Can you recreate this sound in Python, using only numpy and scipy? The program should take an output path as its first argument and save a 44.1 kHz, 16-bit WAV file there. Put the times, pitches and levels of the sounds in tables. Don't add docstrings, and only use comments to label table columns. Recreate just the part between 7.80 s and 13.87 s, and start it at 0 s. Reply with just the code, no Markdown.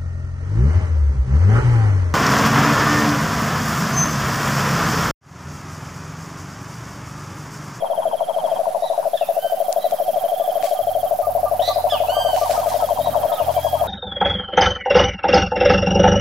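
import sys
import numpy as np
from scipy import signal
from scipy.fft import rfft, irfft, next_fast_len
from scipy.io import wavfile
from scipy.ndimage import uniform_filter1d, map_coordinates

SR = 44100
rng = np.random.default_rng(int(sys.argv[2]) if len(sys.argv) > 2 else 0)


def invert_db(x):
    u = np.asarray(x, float) / 20
    return 10 ** u


def digitize_waveform(pressure):
    field = np.atleast_2d(pressure).T
    bounded = np.clip(field, -1, 1)
    quanta = np.round(bounded * 32767).astype(np.int16)
    wavfile.write(sys.argv[1], SR, quanta)


N = 267731


def unit(x):
    return x / np.sqrt(np.mean(x ** 2) + 1e-20)


def along(points, hz):
    f, v = np.transpose(points)
    return np.interp(np.log(hz + 1), np.log(f + 1), v)


def curves(rows, outside=None):
    s, *cols = np.transpose(rows)
    return [np.interp(np.arange(N) / SR, s, c, outside, outside) for c in cols]


def wobble(rate_hz, size=N):
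    knots = rng.standard_normal(int(size * rate_hz / SR) + 4)
    return map_coordinates(knots, [np.arange(size) * rate_hz / SR])


def filtered(x, response):
    m = next_fast_len(N + SR // 2)
    return irfft(rfft(x, m) * response(np.fft.rfftfreq(m, 1 / SR)), m)[..., :N]


# frequency in Hz, left-right likeness (0-1).
PORT_LIKENESS = [(30, 0.69), (100, 1), (300, 0.46), (1500, 0.4), (3000, 0.64), (6000, 0.44), (9000, 0.27),
                 (13000, 0.16)]


def rush(spectrum, patchy_db):
    z = signal.stft(rng.standard_normal((2, N)), nperseg=512)[2]
    field = uniform_filter1d(uniform_filter1d(rng.standard_normal(z.shape[1:]), 6, 0), 10, 1)
    pair = signal.istft(z * invert_db(patchy_db * unit(field)), nperseg=512)[1][:, :N]

    def mid_side(hz):
        turn = np.arccos(np.clip(along(PORT_LIKENESS, hz), -1, 1)) / 2
        return invert_db(along(spectrum, hz)) * [np.cos(turn), np.sin(turn)]

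    mid, side = filtered(pair, mid_side)
    return unit(np.array([mid + side, mid - side]))


def add(track, s, sound):
    part = track[..., max(round(s * SR), 0):][..., :sound.shape[-1]]
    part += sound[..., :part.shape[-1]]


def balance(pan_db):
    return invert_db([[pan_db / 2], [-pan_db / 2]])


# frequency in Hz, t60 in s.
TREE_T60_S = [(300, 0.69), (1000, 0.64), (4000, 0.51), (12000, 0.099)]


def placed(x, pan_db, lag_s, wet_db):
    hz, t, z = signal.stft(rng.standard_normal((2, SR // 2)), SR, nperseg=256)
    decay = invert_db(-60 * t / along(TREE_T60_S, hz)[:, None])
    tail = signal.istft(z * decay, SR, nperseg=256)[1]
    tail /= np.linalg.norm(tail[0])
    wet = signal.fftconvolve(np.pad(x, (300, 0))[None], tail, axes=1)[:, :N]
    late = filtered(x, lambda f: np.exp(-2j * np.pi * f * lag_s))
    return balance(pan_db) * [x, late] + invert_db(wet_db) * wet


# frequency in Hz, dB per Hz.
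MARSH_SPECTRUM = [(15, -38), (30, -27.5), (50, -43), (65, -34), (120, -27), (180, -21), (340, -28),
                  (430, -23.5), (650, -4), (900, -19.5), (1400, -26), (2000, -38), (2600, -39), (4000, -48)]
# time in s, level in dB.
MARSH_LEVEL_DB = [(0.0, -45), (2.47, -47.5), (5.99, -44), (6.07, -40.5)]


def marsh_floor():
    gain = invert_db(curves(MARSH_LEVEL_DB)[0] + 13 + 2.17 * wobble(8.7))
    return gain * rush(MARSH_SPECTRUM, patchy_db=2.0)


# time in s, strokes gained on a steady beat.
LOW_WING_STROKES = [(0, .45), (1, .75), (1.5, .85), (2.6, .88), (3, .55), (3.5, .67), (5, .93), (6.1, 1.16)]
# time in s, level in dB.
LOW_WING_DB = [(0, -47), (1.5, -45.5), (3, -47), (4.5, -45.5), (6.07, -48.5)]
# frequency in Hz, dB per Hz.
LOW_WING_SPECTRUM = [(9000, -25), (10000, -3.5), (11000, 2), (11700, -4.5), (12800, -2.5), (14000, -13),
                     (15500, -16)]


def low_bush_cricket():
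    turn = 22.9 * np.arange(N) / SR + curves(LOW_WING_STROKES)[0]
    swell_db = 5.1 * np.cos(2 * np.pi * turn) + 0.081 * np.cos(np.pi * turn) + 0.71 * wobble(66)
    teeth = rush(LOW_WING_SPECTRUM, patchy_db=1.5)[0]
    low = invert_db(curves(LOW_WING_DB)[0]) * unit(invert_db(swell_db)) * teeth
    return placed(low, pan_db=-3.0, lag_s=-0.000027, wet_db=-3.5)


# time in s, level in dB.
BREEZE_LEVEL_DB = [(0, -63), (1.9, -56.5), (3.7, -58), (4.3, -54), (4.6, -62), (5.05, -52.5), (6.07, -57)]
# peak in s, peak in dB, rise in s, fall in s (both over 10 dB).
REED_BRUSHES = [
    (.68, -59.5, 0.24, 2),
    (2.841, -44, 0.014, 0.09),
    (3.89, -46.5, 0.05, 0.02),
    (4.58, -45, 0.089, 0.3),
    (4.72, -42.5, 0.049, 0.1),
    (4.899, -44.5, 0.045, 0.16),
    (5.73, -52, 0.13, 0.7),
]


def rustle_gain():
    t = np.arange(N) / SR
    power = invert_db(curves(BREEZE_LEVEL_DB)[0]) ** 2
    for s, db, rise_s, fall_s in REED_BRUSHES:
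        power += invert_db(db - 10 * np.maximum((s - t) / rise_s, (t - s) / fall_s)) ** 2
    return np.sqrt(power)


# frequency in Hz, dB per Hz.
REED_SPECTRUM = [(900, -87), (1500, 2), (2500, 0.5), (5000, 2.5), (8000, -1), (11000, -2), (15500, -5.5)]
# time in s, peak in dB, low part in dB, left-right in dB.
STEM_SNAPS = [
    (1.9274, -16, -47, 23),
              (2.111, -27, -21, 21),
    (2.481, -29, -11.5, 12),
    (2.827, -36, 7, 17),
    (2.842, -32.5, 2, 8),
    (3.9149, -38, -19, 0.5),
    (4.0992, -29, -4, -0.5),
    (4.563, -27, -2, -13),
    (4.708, -29, 2, -9),
    (4.712, -31, 7, -10),
    (5.7415, -27, -7, -8),
]
STEM_TAPS = [.7, .7, 0, -.7, -.7]


def reeds():
    grit = invert_db(1.7 * np.array([wobble(400), wobble(400)]))
    out = invert_db(10.5) * rustle_gain() * unit(grit * rush(REED_SPECTRUM, patchy_db=1.3))
    t = np.arange(200) / SR
    for s, db, low_db, pan_db in STEM_SNAPS:
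        crack = rng.standard_normal(len(t))
        crack /= np.sqrt(np.mean(crack[:8] ** 2))
        knock = invert_db(low_db + 15.5) * np.sin(2 * np.pi * 2200 * t)
        snap = np.convolve(crack, STEM_TAPS, "same") + knock
        add(out, s, invert_db(db - 60 * t / 0.00086) * snap * balance(pan_db))
    return out


def beats(pace, effort, scatter_db):
    bouts = []
    for bout in pace:
        s, count = np.transpose(bout)
        bouts.append(np.interp(np.arange(bout[-1][1] + 1), count, s))
    s = np.concatenate(bouts)
    late, size = rng.standard_normal((len(s), 2)).T
    db = np.interp(s, *np.transpose(effort)) + scatter_db * size
    return np.transpose([s + .0004 * late, db])


# time in s, chirps counted.
CRICKET_BOUTS = [
    [(.018, 0), (.232, 4), (.546, 10), (.771, 14)],
    [(1.812, 0), (1.922, 2), (2.45, 12), (2.76, 18), (3.033, 23), (3.148, 25), (3.28, 27)],
    [(4.798, 0), (4.896, 2), (4.953, 3), (5.593, 15), (5.761, 18), (6.006, 22)],
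]
# time in s, level in dB.
CRICKET_EFFORT_DB = [(0, -40), (.8, -38.5), (1.8, -46), (2.45, -39.5), (3.298, -39), (4.8, -45),
                     (5.05, -40.5), (6, -38.5)]


def cricket():
    out, t = np.zeros(N), np.arange(round(.03 * SR)) / SR

    def scrape(at_s, length_s):
        arc = np.sin(np.pi * np.clip((t - at_s) / length_s, 0, 1))
        return np.clip(arc, 0, 1) ** 0.74

    shape = .45 * scrape(0, .005) + .75 * scrape(.006, .006) + scrape(.0125, .0155)
    for s, db in beats(CRICKET_BOUTS, CRICKET_EFFORT_DB, scatter_db=0.5):
        hz = 3370 + 30 * rng.standard_normal() - 8500 * t
        tone = np.sin(2 * np.pi * np.cumsum(hz) / SR)
        add(out, s - .019, invert_db(db + 2.0) * shape * tone)
    return placed(out, pan_db=-5.0, lag_s=0, wet_db=-15.0)


# time in s, added share of delay.
PUFF_STRETCH = [(.6, .05), (1.8, .026), (3, .01), (4.2, 0), (5.4, -.004)]


def toad(beat_rows, puffs, gain_db, shape, warming, drift, jitter_s, scatter_db):
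    out, t = np.zeros(N), np.arange(SR // 30) / SR
    sharp, glide_hz_per_s = shape
    for s, db in beat_rows:
        late_s = 0
        stretch = 1 + warming * np.interp(s, *np.transpose(PUFF_STRETCH))
        for delay_s, puff_db, hz, rise_s in puffs:
            late_draw, level_draw = rng.standard_normal(2)
            swell = (t / rise_s * np.exp(1 - t / rise_s)) ** sharp
            sac_hz = hz * (1 + drift * (s - 3)) + glide_hz_per_s * t / 2
            ring = np.sin(2 * np.pi * sac_hz * t)
            level = invert_db(db + gain_db + puff_db + scatter_db * level_draw)
            add(out, s + delay_s * stretch + late_s, level * swell * ring)
            late_s += jitter_s * late_draw
    return out


# delay in s, level in dB, sac pitch in Hz, rise in s.
NEAR_TOAD_PUFFS = [
    (0, .3, 658, .0038),
    (.00831, 0, 643, .0043),
    (.01691, -2.8, 607, .0061),
    (.0253, -10.5, 599, .0043),
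]
RIGHT_TOAD_PUFFS = [
    (0, -.5, 704, .0058),
    (.00937, 0, 698, .0055),
    (.01852, -2.2, 661, .0066),
    (.0251, -14, 612, .0036),
]
FAR_TOAD_PUFFS = [
    (0, 1, 970, .0027),
    (.0083, -.5, 915, .0036),
    (.0167, -3.5, 880, .0044),
    (.0256, -9, 860, .0045),
]
# time in s, beats counted.
NEAR_TOAD_BOUTS = [
    [(.0218, 0), (.5618, 7), (.7898, 10), (1.0218, 13), (1.3322, 17), (1.7214, 22), (1.9613, 25),
     (2.597, 33), (2.989, 38), (3.15, 40), (3.388, 43), (3.63, 46), (4.0397, 51), (4.2832, 54), (4.612, 58),
     (4.9405, 62), (6.011, 75)],
]
RIGHT_TOAD_BOUTS = [
    [(.0378, 0), (.3234, 4), (.6825, 9), (.903, 12), (1.1217, 15), (1.479, 20), (1.84, 25), (2.048, 28),
     (2.184, 30), (2.3305, 32), (2.559, 35), (2.9468, 40), (3.3349, 45), (3.5798, 48), (3.9825, 53),
     (4.3149, 57), (4.727, 62), (5.1586, 67), (5.662, 73), (5.995, 77)],
]
FAR_TOAD_BOUTS = [
    [(.0437, 0), (.2206, 2), (.4952, 5), (.7617, 8), (1.132, 12), (1.2277, 13)],
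    [(3.335, 0), (3.815, 6), (4.1524, 10), (4.403, 13), (4.6597, 16), (5.0014, 20), (5.2604, 23),
     (5.516, 26), (5.603, 27), (6.039, 32)],
]
# time in s, level in dB.
NEAR_TOAD_DB = [(0, -17), (.7, -15), (.93, -16.5), (1.4, -14.5), (2.149, -14.5), (2.3, -15), (2.9, -14.5),
                (3.6, -13.5), (5.2, -14), (6.07, -14)]
RIGHT_TOAD_DB = [(0, -25.5), (1.05, -23), (1.3, -26.5), (1.7, -23.5), (2.6, -20.5), (3.6, -20.5),
                 (4.6, -18), (5.198, -24), (6.07, -22.5)]
FAR_TOAD_DB = [(0, -19.5), (1.101, -21), (1.25, -24.5), (3.331, -36), (3.5, -28.5), (4.1, -22),
               (4.702, -17.5), (6.07, -20.5)]
# swell sharpness, pitch glide in a puff in Hz per s.
PUFF_SHAPE = dict(near=(2.5, 2000), right=(3, 5000), far=(2.6, -2300))
PUFF_JITTER_S = dict(near=.00006, right=.0001, far=.00012)
TOAD_ECHO_DB = dict(near=-25, right=-18, far=-16)


def toads():
    near = toad(beats(NEAR_TOAD_BOUTS, NEAR_TOAD_DB, scatter_db=.4), NEAR_TOAD_PUFFS, 2.5, PUFF_SHAPE["near"],
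                warming=1, drift=.003, jitter_s=PUFF_JITTER_S["near"], scatter_db=.5)
    right = toad(beats(RIGHT_TOAD_BOUTS, RIGHT_TOAD_DB, scatter_db=.8), RIGHT_TOAD_PUFFS, 0, PUFF_SHAPE["right"],
                 warming=0, drift=.006, jitter_s=PUFF_JITTER_S["right"], scatter_db=.8)
    far = toad(beats(FAR_TOAD_BOUTS, FAR_TOAD_DB, scatter_db=.7), FAR_TOAD_PUFFS, -2, PUFF_SHAPE["far"],
               warming=0, drift=.004, jitter_s=PUFF_JITTER_S["far"], scatter_db=.9)
    return (placed(near, pan_db=9.0, lag_s=.00001, wet_db=TOAD_ECHO_DB["near"])
            + placed(right, pan_db=-10.0, lag_s=.0001, wet_db=TOAD_ECHO_DB["right"])
            + placed(far, pan_db=10.0, lag_s=-0.00027, wet_db=TOAD_ECHO_DB["far"]))


def sung(shape, notes):
    return [[(s + length_s * share, top_hz - sweep_hz * under, db + down_db) for share, under, down_db in shape]
            for s, length_s, top_hz, sweep_hz, db in notes]


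# partial number, dB at full voice.
BEAK_DB = [(1, -3.5), (2, 5), (3, -4), (4, -13), (5, -9)]


def bird_notes(notes, buzz, flutter, leaves_db, low_db, dull_db):
    out = np.zeros(N)
    rough = 1 + 200 * buzz
    for rows in notes:
        s, hz, db = np.transpose(rows)
        t = np.arange(s[0], s[-1], 1 / SR)
        level_db = np.interp(t, s, db)
        glide = uniform_filter1d(np.interp(t, s, hz), len(t) // 13, mode="nearest")
        phase = 2 * np.pi * np.cumsum(glide / 2 * (1 + buzz * wobble(937, len(t)))) / SR
        loss_db = rough * np.minimum(level_db + 41, 0) - dull_db * (1 - glide / glide.max())
        stack = np.zeros(len(t))
        for k, beak_db in BEAK_DB:
            partial_db = beak_db + loss_db * (k >= 3) + low_db * (k == 1)
            partial_db = partial_db - 220 * buzz * (k != 2) - 700 * buzz * (k >= 5)
            stack += invert_db(partial_db) * np.sin(k * phase)
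        flutter_hz = 479 * (1 + 0.258 * wobble(121.4, len(t)))
        beating = 1 + flutter * np.sin(2 * np.pi * np.cumsum(flutter_hz) / SR)
        fade = signal.windows.tukey(len(t), .1) * beating
        add(out, s[0], invert_db(level_db + 1.0 + leaves_db * wobble(88.6, len(t))) * fade * stack)
    return out


# share of length, pitch under the top (0-1 of the sweep), level under the peak in dB.
RISE_SHAPE = [(0, 1, -24), (.12, .55, -17), (.27, .14, -8.5), (.55, 0.02, -6), (.72, .02, -6),
              (.85, .06, -11), (1, 0.2, -25)]
CLIPPED_SHAPE = [(0, .7, -18), (.2, .3, -9), (.6, .02, -4), (.85, 0.043, 1), (.92, 0.35, -3.5),
                 (1, 0.94, -6)]
FALL_SHAPE = [(0, .45, -14), (.08, .24, -1), (.18, 0, -9), (.29, 0, -9), (.36, .17, 4), (.47, .4, -12),
              (.64, .65, -11), (.8, .77, -5), (1, 1, -14)]
OPEN_FALL_SHAPE = [(0, 0.666, -17), (.06, 0.68, -20), (.14, .04, -4), (.21, 0, -2), (.32, .1, 1),
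                   (.5, .34, -1.5), (.75, .58, -11), (.85, .75, -24), (1, 1, -13)]
ARCH_SHAPE = [(0, 0.947, -8), (.045, .72, -3.5), (.07, 0.536, -13), (.115, 0.316, 0), (.19, 0.123, -5.5),
              (.36, 0.018, 0.5), (.52, .01, 3), (.78, 0.126, -5.5), (1, 0.375, -7)]
VEILED_ARCH_SHAPE = [(0, .95, -14), (.04, .62, -8), (.17, .36, -19), (.24, .1, -9), (.36, .01, 0),
                     (.66, .03, -1), (.7, .05, -19), (.85, .18, -14), (1, .7, -16)]
# start in s, length in s, top in Hz, sweep in Hz, peak in dB.
RISING_NOTES = [
    (3.79, .15, 4010, 1272, -27.5),
]
CLIPPED_NOTES = [
    (1.004, 0.094, 3930, 597, -41),
    (1.37, .05, 3760, 60, -47),
    (1.44, 0.059, 3670, 60, -51),
    (1.979, 0.093, 3990, 590, -44.5),
    (3.924, 0.032, 4910, 200, -40.5),
    (5.193, 0.097, 3840, 310, -39),
]
FALLING_NOTES = [
    (1.329, 0.13, 3700, 1327, -40),
    (5.517, .118, 3850, 1420, -39.5),
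]
OPEN_FALLING_NOTES = [
    (4.082, .13, 3506, 1510, -30.5),
]
ARCHED_NOTES = [
    (2.442, 0.37, 3466, 899, -56),
    (4.267, 0.305, 3165, 750, -35),
    (5.739, 0.28, 3301, 351.6, -46),
]
VEILED_NOTES = [
    (1.54, 0.26, 3110, 700, -44),
]


def bird():
    rising = bird_notes(sung(RISE_SHAPE, RISING_NOTES),
                        buzz=.03, flutter=.5, leaves_db=4, low_db=0, dull_db=30 * 1 / 7)
    clipped = bird_notes(sung(CLIPPED_SHAPE, CLIPPED_NOTES),
                         buzz=.02, flutter=.2, leaves_db=2.5, low_db=0, dull_db=30 * 1 / 5)
    falling = bird_notes(sung(FALL_SHAPE, FALLING_NOTES),
                         buzz=.022, flutter=.2, leaves_db=4, low_db=3, dull_db=160 * 1 / 5.4)
    open_falling = bird_notes(sung(OPEN_FALL_SHAPE, OPEN_FALLING_NOTES),
                              buzz=.014, flutter=.2, leaves_db=2.5, low_db=-4, dull_db=130 * 1 / 3.8)
    arched = bird_notes(sung(ARCH_SHAPE, ARCHED_NOTES),
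                        buzz=.003, flutter=0, leaves_db=1.8, low_db=0, dull_db=0)
    veiled = bird_notes(sung(VEILED_ARCH_SHAPE, VEILED_NOTES),
                        buzz=.004, flutter=0, leaves_db=1, low_db=4, dull_db=60 * 1 / 1.8)
    song = rising + clipped + falling + open_falling + arched + veiled
    return placed(song, pan_db=-4.0, lag_s=0, wet_db=-7.5)


# time in s, strokes gained on a steady beat.
HIGH_WING_STROKES = [(1, .2), (1.5, .32), (2, .39), (2.5, .4), (3, .38), (4, .26), (5, .16), (6.1, .04)]
# time in s, level in dB.
HIGH_WING_DB = [(1.2, -53), (1.4, -47), (1.5, -42.5), (6.07, -41)]
# frequency in Hz, dB per Hz.
HIGH_WING_SPECTRUM = [(5290, -61), (9000, -13), (10800, -2.5), (12000, -1.5), (13300, 1.5), (14200, 3.5),
                      (15000, -5), (15600, -2)]


def high_bush_cricket():
    turn = (11.45 * np.arange(N) / SR + curves(HIGH_WING_STROKES)[0] + .3) % 1
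    stroke_db = np.interp(turn, [0, .14, .18, .49, .51, .525, .64, .74, .95, .975, .99],
                          [-20, -2.5, -0.5, -0.5, -9.0, -7, -19, -5.0, 1.0, -5.0, -5])
    slowing = np.interp(turn, [.3, .36, .51, .52], [.15, .6, .6, .15])
    teeth = 1 + slowing * np.sin(2 * np.pi * np.cumsum(400 + 30 * wobble(9.9)) / SR)
    rattle = unit(invert_db(stroke_db) * teeth) * rush(HIGH_WING_SPECTRUM, patchy_db=-1)[0]
    high = invert_db(curves(HIGH_WING_DB, outside=-90)[0] + 1.0) * rattle
    return placed(high, pan_db=-9.0, lag_s=-0.000012, wet_db=-4)


# time in s, peak in dB, pitch in Hz.
FROG_PIPES = [(2.608, -40, 1180), (2.84, -38, 1146), (2.9567, -42, 1217), (3.236, -43, 1133),
              (3.423, -29, 1210), (3.6524, -27, 1190), (3.882, -26.5, 1178), (4.116, -26, 1190),
              (4.347, -27, 1177), (4.438, -37, 1190), (4.6084, -26, 1176), (4.758, -28, 1244),
              (4.858, -35, 1236), (5.007, -32, 1294), (5.315, -35, 1162), (5.494, -33, 1272),
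              (5.56, -32, 1265), (5.755, -41, 2330), (5.969, -34.5, 1235)]


def frog():
    out, t = np.zeros(N), np.arange(round(.052 * SR)) / SR
    swell = np.sin(np.pi * t / t[-1]) ** 0.68
    for s, db, hz in FROG_PIPES:
        tone = np.sin(2 * np.pi * np.cumsum(hz * (1.02 - 0.86 * t)) / SR)
        add(out, s + 0.00106, invert_db(db + 2.5 * wobble(200, len(t))) * swell * tone)
    return placed(out, pan_db=-3.0, lag_s=0, wet_db=-19.0)


# start in s, end in s, second order in dB, third order in dB.
ENGINE_LOADS = [
    (3.015, 3.243, -52.5, -56.5),
    (3.274, 3.375, -56.5, -62),
    (3.437, 5.147, -47.5, -54),
    (5.19, 5.453, -45.5, -49.5),
    (5.193, 5.34, -46, -43.5),
    (5.625, 6.199, -42, -43.5),
]


def load_db(column):
    t = np.arange(N) / SR
    rise_db_per_s, fall_db_per_s = 900, 350
    levels = []
    for row in ENGINE_LOADS:
        outside_db = np.maximum(rise_db_per_s * (row[0] - t), fall_db_per_s * (t - row[1]))
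        levels.append(row[column] - np.maximum(outside_db, 0))
    return np.max(levels, axis=0)


# time in s, turns per s.
SHAFT_TURNS_HZ = [(0, 41.6), (6, 41.6), (6.025, 35.5), (6.07, 35.5)]
# order, level in dB.
UPPER_ORDERS_DB = [(4, -56), (6, -59.5), (7, -60.5)]


def engine():
    second_db, third_db = load_db(column=2), load_db(column=3)
    phase = 2 * np.pi * np.cumsum(curves(SHAFT_TURNS_HZ)[0] + 0.179 * wobble(3)) / SR
    second = invert_db(second_db + 8.0) * np.sin(2 * phase)
    third = invert_db(third_db + 6.5) * np.sin(3 * phase)
    upper = sum(invert_db(db + 3.5 * wobble(3.4)) * np.sin(k * phase) for k, db in UPPER_ORDERS_DB)
    return second + third + upper * invert_db(1.03 * (third_db + 55.0))


def scene():
    ground = marsh_floor() + reeds() + engine()
    insects = low_bush_cricket() + cricket() + high_bush_cricket()
    return ground + insects + toads() + bird() + frog()


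def top_cut(x):
    return signal.sosfilt(signal.butter(12, 15790, fs=SR, output="sos"), x)


def record(dry):
    mix = filtered(dry, lambda hz: hz < 15800) - .0068
    return top_cut(mix)


dry = scene()
out = record(dry)
digitize_waveform(out)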